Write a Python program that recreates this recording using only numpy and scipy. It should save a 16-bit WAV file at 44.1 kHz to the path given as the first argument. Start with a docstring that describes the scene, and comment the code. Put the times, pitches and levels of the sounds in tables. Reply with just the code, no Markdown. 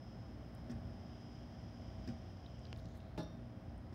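"""A quiet room hums, with a thin high sizzle behind it, while a guinea pig drinks from a bottle.
The steel spout jolts twice, and again at the very end: each impact rattles it and bumps the bottle
against the pen. Between come small clicks, brief rustles and dull thuds as the animal shifts.
Late on, something knocks the pen near the microphone; its panels and wire bars ring in damped modes."""
import sys
import numpy as np
from scipy import signal
from scipy.fft import rfft, irfft, next_fast_len
from scipy.io import wavfile
from scipy.ndimage import map_coordinates

SR = 44100
rng = np.random.default_rng(int(sys.argv[2]) if len(sys.argv) > 2 else 0)


def store_pcm(level_fs):
    """Save levels as 16-bit WAV."""
    pcm = np.round(np.clip(level_fs, -1, 1) * 32767).astype(np.int16)
    wavfile.write(sys.argv[1], SR, np.atleast_2d(pcm).T)


N = 173754
TIME = np.arange(N) / SR
RING_TIME = TIME[:int(.7 * SR)]
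KNOCK_S = 3.1775

# Room noise. Each row: frequency in Hz, relative spectral density in dB.
ROOM_SPECTRUM = [(20, -61), (30, -40), (38, -19), (52, 0.5), (90, 2.5), (150, -4.5), (200, -2.5),
                 (270, -9.5), (350, -11.5), (480, -18.5), (590, -13.5), (780, -15), (900, -22.5),
                 (1500, -26.5), (2000, -29.5), (2500, -35.5), (4000, -40.5), (7000, -51.5), (7850, -57),
                 (8200, -51), (8700, -52.5), (9600, -52), (10300, -55), (12000, -56), (15500, -53)]
# Slow swells of the room noise. Each row: time in seconds, rumble gain in dB, air gain in dB.
ROOM_SWELLS = [(0, -1, -0.5), (.5, -0.5, 1.1), (.86, 4, 1), (1.2, -3, 0), (1.6, 0, 0), (2.05, 4, 0.5),
               (2.55, -1, -1), (2.8, 3.5, -0.5), (3.1, 1, 0), (3.5, 0, -1), (3.94, 2, -0.5)]
# Motor hum. Each row: frequency in Hz, rms level in dB.
HUM_PARTIALS = [(58, -60.5), (118.6, -59.5), (236.6, -63), (295, -67.5), (529, -76), (647, -72), (969, -87),
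                (1082, -85), (3181, -92), (9000, -105)]
# Resonances of the sizzle. Each row: centre in Hz, width in Hz, relative level in dB.
SIZZLE_RESONANCES = [(2280, 1000, -10.5), (3133, 620, -3), (5077, 430, -0.5), (5565, 990, -9.5)]
# Course of the sizzle. Each row: time in seconds, then hiss, high whistle and low whistle levels in dB.
SIZZLE_LEVELS = [(0, -74.5, -75.5, -87), (.5, -76, -85.5, -88), (.9, -74.5, -82.5, -85.5),
                 (1.25, -70.5, -80, -80), (1.5, -72, -86, -85), (1.7, -71.5, -83, -81),
                 (2.03, -70, -82, -83), (2.25, -72, -91, -88), (2.7, -71.5, -96, -95),
                 (2.95, -81.5, -100, -97), (3.35, -80, -100, -92), (3.65, -78.5, -98, -89),
                 (3.94, -80.5, -100, -93)]
# The lower whistles in the sizzle. Each entry: frequency in Hz.
LOW_WHISTLE_PITCHES = [4985, 5076]
# Rustles. Each row: centre and half length in seconds, level in dB, band centre and width in Hz.
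RUSTLE_SWELLS = [(2.078, 0.013, -67, 2800, 3600), (2.793, 0.009, -67, 3870, 2000),
                 (2.786, 0.022, -82, 12000, 9050), (2.89, 0.12, -81, 6300, 1800),
                 (2.97, 0.024, -79, 10100, 10800), (2.971, 0.18, -77, 3880, 1210)]
# The animal shifting. Each row: start in seconds, level in dB.
FLOOR_BLOWS = [(0.844, -46), (1.634, -48.5), (2.102, -47), (2.775, -45.5), (2.853, -43)]
# The pen floor. Each row: frequency in Hz, relative level in dB, t60 in seconds.
FLOOR_MODES = [(62, 1, 0.14), (119, 5, 0.13), (171.4, -0.5, .1)]
# The knock and its rebounds. Each row: start in seconds, clatter level in dB.
KNOCK_CONTACTS = [(3.1775, -47), (3.187, -52), (3.202, -56.5), (3.223, -62)]
# Clatter of the knock. Each row: frequency in Hz, relative spectral density in dB, t60 in seconds.
CLATTER_SPECTRUM = [(100, -5, .38), (300, -3, 0.26), (600, -6.5, 0.25), (1090, -11, 0.22),
                    (2000, -20.5, .19), (2970, -24, 0.14), (3630, -17.5, 0.17), (5680, -23.5, 0.3),
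                    (6460, -33, 0.13), (10000, -37, 0.17), (15500, -45, 0.15)]
# The pen's panels. Each row: frequency in Hz, relative level in dB, t60 in seconds.
PANEL_MODES = [(120.3, -0.5, 0.59), (166, 2.5, 0.48), (286, 1.5, 0.27), (322, -0.5, 0.23), (393, -8, 0.45),
               (533.7, -11, 0.51), (612, -3, 0.29), (646, -8, 0.33), (843, -6.5, 0.31), (1090, -25, 0.25),
               (1135, -19, 0.27), (1207, -20.5, 0.53), (1707, -15.5, 0.27), (2104, -27, 0.21),
               (2715, -23.5, 0.37)]
# The wire bars. Each row: frequency in Hz, level in dB, t60 and build-up time in seconds.
BAR_MODES = [(3513, -65, 0.36, .003), (3560, -68, 0.72, .003), (3670, -62, .6, 0.0087),
             (3770, -66.5, .3, .003), (4100, -72, .35, .003), (4242, -70, 0.42, .003),
             (4360, -75, 0.75, .003), (4540, -78, 0.61, .003), (4893, -73, 0.31, .003),
             (5351, -75, .4, .003), (5626, -63, .38, .08), (5680, -61, .38, .08), (5640, -56, .39, .1)]
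# Clicks. Each row: start in seconds, peak in dB, band centre and width in Hz, t60 in seconds.
CLICK_BURSTS = [(.548, -62.5, 10000, 7500, 0.011), (.6975, -55.5, 1790, 800, .01),
                (.7035, -57, 5200, 700, .012), (.704, -70, 10000, 12000, .006),
                (0.7105, -57.5, 6000, 1000, 0.009), (0.7145, -59, 6300, 2500, 0.004),
                (.715, -70, 12000, 8000, 0.0064), (0.716, -67, 8300, 1000, 0.011),
                (2.075, -65, 9000, 12000, 0.0045), (2.076, -49, 5140, 900, 0.0076),
                (2.087, -56, 5300, 1200, .009), (2.462, -53.5, 3380, 1000, 0.0066),
                (2.592, -63.5, 7150, 4000, 0.0051), (2.652, -50.5, 3800, 2300, 0.0089),
                (2.668, -55, 4160, 2300, .008), (2.7616, -55, 3300, 3000, 0.0059),
                (2.7755, -56, 3800, 7000, 0.0018), (2.8555, -56, 4400, 3800, 0.007),
                (2.889, -67, 9000, 9000, .002), (2.9585, -66, 9000, 11000, .003),
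                (2.9735, -62, 9000, 12000, .003), (3.003, -58, 3500, 3000, 0.0066),
                (3.1835, -60, 10000, 10000, .003), (3.196, -64, 10000, 10000, .003),
                (3.2333, -63.5, 11000, 7000, 0.0045), (3.779, -67, 8700, 1590, 0.0065)]
# Sharp snaps. Each row: start in seconds, level in dB.
SNAP_ONSETS = [(2.729, -33.5), (3.1774, -45)]
# Modes of a snap. Each row: frequency in Hz, relative level in dB, t60 in seconds.
SNAP_RESONANCES = [(1050, -5.5, 0.0035), (1840, -4, 0.0024), (2790, -0.5, 0.0037), (4320, -6.5, 0.0028),
                   (7900, -20, 0.00067)]
# Jolts of the bottle. Each row: start in seconds, thump and rattle levels in dB, rattle t60 in seconds.
BOTTLE_JOLTS = [(.696, -42, -60, 0.12), (.712, -47.5, -62.5, 0.18), (2.0745, -45, -55, .06),
                (2.086, -39.5, -59, 0.15), (3.925, -48, -66.5, .15)]
# Bottle and pen wall together. Each row: frequency in Hz, relative level in dB, t60 in seconds.
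BOTTLE_MODES = [(129.7, -4, 0.38), (233.1, 4.5, 0.22), (272, -9, 0.042), (327, -4.5, 0.065),
                (529, -17.5, 0.32), (568, -20, 0.18), (767, -20.5, 0.57), (3806, -38, 0.3)]
# Rattle of the spout. Each row: frequency in Hz, relative spectral density in dB.
SPOUT_SPECTRUM = [(400, -16), (700, -6), (1000, -1), (1400, 3.5), (1750, 10), (2500, -3), (3550, -2.5),
                  (3820, -20), (4250, -7), (5170, 5.5), (5700, -4.5), (7000, -13), (9000, -13),
                  (11000, -37), (15500, -18)]


def amp(db):
    """Amplitude ratio of a level in decibels."""
    return 10 ** (np.asarray(db) / 20)


def unit(x):
    """Normalisation to rms 1."""
    return x / np.sqrt(np.mean(x ** 2) + 1e-20)


def along(points, hz):
    """Interpolation of (Hz, value) points on a log frequency axis."""
    f, values = np.transpose(points)
    return np.interp(np.log(hz + 1), np.log(f + 1), values)


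def curves(rows):
    """Linear interpolation in time of each column after the first."""
    times, *columns = np.transpose(rows)
    return [np.interp(TIME, times, column) for column in columns]


def wobble(rate):
    """Smooth random modulation with rate knots a second."""
    return map_coordinates(rng.standard_normal(int(N * rate / SR) + 4), [TIME * rate])


def filtered(x, response):
    """Linear filtering: the spectrum of x times a frequency response."""
    size = next_fast_len(len(x) + 8192)
    return irfft(rfft(x, size) * response(np.fft.rfftfreq(size, 1 / SR)), size)[:len(x)]


def resonance(f, hz, width_hz):
    """Gain of two equal resonators in cascade."""
    return (f * width_hz) ** 2 / ((hz * hz - f * f) ** 2 + (f * width_hz) ** 2)


def passband(f, hz, width_hz):
    """Gain of a flat-topped band-pass filter."""
    return 1 / (1 + ((f * f - hz * hz) / (f * width_hz + 1)) ** 4)


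def noise(response, size=N):
    """White noise coloured by a filter, at rms 1."""
    return unit(filtered(rng.standard_normal(size), response))


def fade(t, t60):
    """Exponential damping: 60 dB down after t60 seconds."""
    return np.exp(-np.log(1000) * t / t60)


def rise(t, attack_s):
    """Exponential approach to full amplitude."""
    return 1 - np.exp(-t / attack_s)


def ring(modes, attack_s):
    """Free vibration after a blow: a sum of damped sinusoids."""
    t = RING_TIME
    tones = sum(amp(db) * fade(t, t60) * np.sin(2 * np.pi * hz * t) for hz, db, t60 in modes)
    return tones * rise(t, attack_s)


def add(track, start_s, sound):
    """Superposition of a sound on the track."""
    part = track[round(start_s * SR):][:len(sound)]
    part += sound[:len(part)]


def wavering_tone(hz, waver_db, waver_rate, drift_rad, drift_rate):
    """Random amplitude and phase modulation of a sinusoid, at about rms 1."""
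    gain = amp(waver_db * wobble(waver_rate))
    return gain * np.sqrt(2) * np.sin(2 * np.pi * hz * TIME + drift_rad * wobble(drift_rate))


def room():
    """Broadband air noise and rumble swell slowly under the line spectrum of a motor."""
    air = amp(-52) * noise(lambda f: amp(along(ROOM_SPECTRUM, f)))
    rumble = filtered(air, lambda f: 1 / (1 + (f / 141) ** 4))  # below 141 Hz
    rumble_db, air_db = curves(ROOM_SWELLS)
    hum = sum(amp(db) * wavering_tone(hz, waver_db=2.5, waver_rate=3.906, drift_rad=.66, drift_rate=5.004)
              for hz, db in HUM_PARTIALS)
    return amp(air_db) * (air - rumble) + amp(rumble_db) * rumble + hum


def whistle(hz):
    """Modulation spreads a pure tone into a thin, unsteady whistle."""
    return wavering_tone(hz, waver_db=2.8, waver_rate=12, drift_rad=1.3, drift_rate=40)


def sizzle():
    """Resonances colour a faint, fluttering hiss, in which whistles come and go."""
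    hiss_db, high_db, low_db = curves(SIZZLE_LEVELS)
    hiss = noise(lambda f: sum(amp(db) * resonance(f, hz, width) for hz, width, db in SIZZLE_RESONANCES))
    high = amp(high_db) * whistle(hz=5179)
    low = amp(low_db) * sum(whistle(hz) for hz in LOW_WHISTLE_PITCHES)
    flutter_db = .9 * wobble(60)
    return amp(hiss_db + flutter_db) * hiss + high + low


def rustles():
    """Fast amplitude modulation makes band noise grainy; a Gaussian envelope swells and fades it."""
    out = np.zeros(N)
    for centre_s, half_s, db, hz, width in RUSTLE_SWELLS:
        hiss = noise(lambda f: passband(f, hz, width))
        grain_db = 3.5 * wobble(600)
        out += amp(db) * unit(hiss * amp(grain_db)) * np.exp(-((TIME - centre_s) / half_s) ** 2)
    return out


def thuds():
    """Soft impacts of the shifting animal excite the low modes of the floor."""
    out = np.zeros(N)
    for start_s, db in FLOOR_BLOWS:
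        add(out, start_s, amp(db) * ring(FLOOR_MODES, attack_s=.0018))
    return out


def knock():
    """An impact excites the panel modes and a rebounding clatter whose damping depends on frequency."""
    out, rows = np.zeros(N), np.array(CLATTER_SPECTRUM)
    spectrum, decay_times = rows[:, :2], rows[:, ::2]
    for start_s, db in KNOCK_CONTACTS:
        burst = noise(lambda f: amp(along(spectrum, f)), size=len(RING_TIME))
        hz, t, bands = signal.stft(burst, SR, nperseg=256)
        _, clatter = signal.istft(bands * fade(t, along(decay_times, hz)[:, None]), SR)
        add(out, start_s, amp(db) * clatter)
    add(out, KNOCK_S, amp(-43) * ring(PANEL_MODES, attack_s=.00072))
    return out


def bars():
    """The knocked wire bars ring roughly; close modes beat, and the highest build up slowly."""
    out, t = np.zeros(N), RING_TIME
    for hz, db, t60, attack_s in BAR_MODES:
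        jitter_rad = .55 * wobble(120)[:len(t)]
        flutter_db = 2 * wobble(90)[:len(t)]
        tone = amp(db + flutter_db) * np.sin(2 * np.pi * hz * t + jitter_rad)
        add(out, KNOCK_S, tone * fade(t, t60) * rise(t, attack_s))
    return out


def clicks():
    """Transients of mouth, spout and hay: bursts of band noise, and snaps of heavily damped modes."""
    out, t = np.zeros(N), RING_TIME[:SR // 20]
    for start_s, db, hz, width, t60 in CLICK_BURSTS:
        burst = noise(lambda f: passband(f, hz, width), size=len(t)) * t * fade(t, t60)
        add(out, start_s, amp(db) * burst / np.abs(burst).max())
    for start_s, db in SNAP_ONSETS:
        add(out, start_s, -amp(db) * ring(SNAP_RESONANCES, attack_s=.00007))
    return out


def bottle(attack_s=.0012):
    """Each impact excites the modes of bottle and wall, and the steel spout rattles as damped noise."""
    out, t = np.zeros(N), RING_TIME
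    thump = ring(BOTTLE_MODES, attack_s)
    for start_s, thump_db, rattle_db, t60 in BOTTLE_JOLTS:
        burst = noise(lambda f: amp(along(SPOUT_SPECTRUM, f)), size=len(t))
        rattle = burst * fade(t, t60) * rise(t, attack_s)
        add(out, start_s, amp(thump_db) * thump + amp(rattle_db) * rattle)
    return out


def scene():
    """Superposition of all sources at one microphone."""
    return (room() + sizzle() + bottle() + thuds() + knock() + bars() + clicks() + rustles())[None]


def record(dry):
    """Band limiting removes the deepest bass and the highest treble."""
    low_cut_hz, top_hz = 33, 15800
    return filtered(dry[0], lambda f: (f < top_hz) * f ** 6 / (f ** 6 + low_cut_hz ** 6))[None]


dry = scene()
out = record(dry)
store_pcm(out)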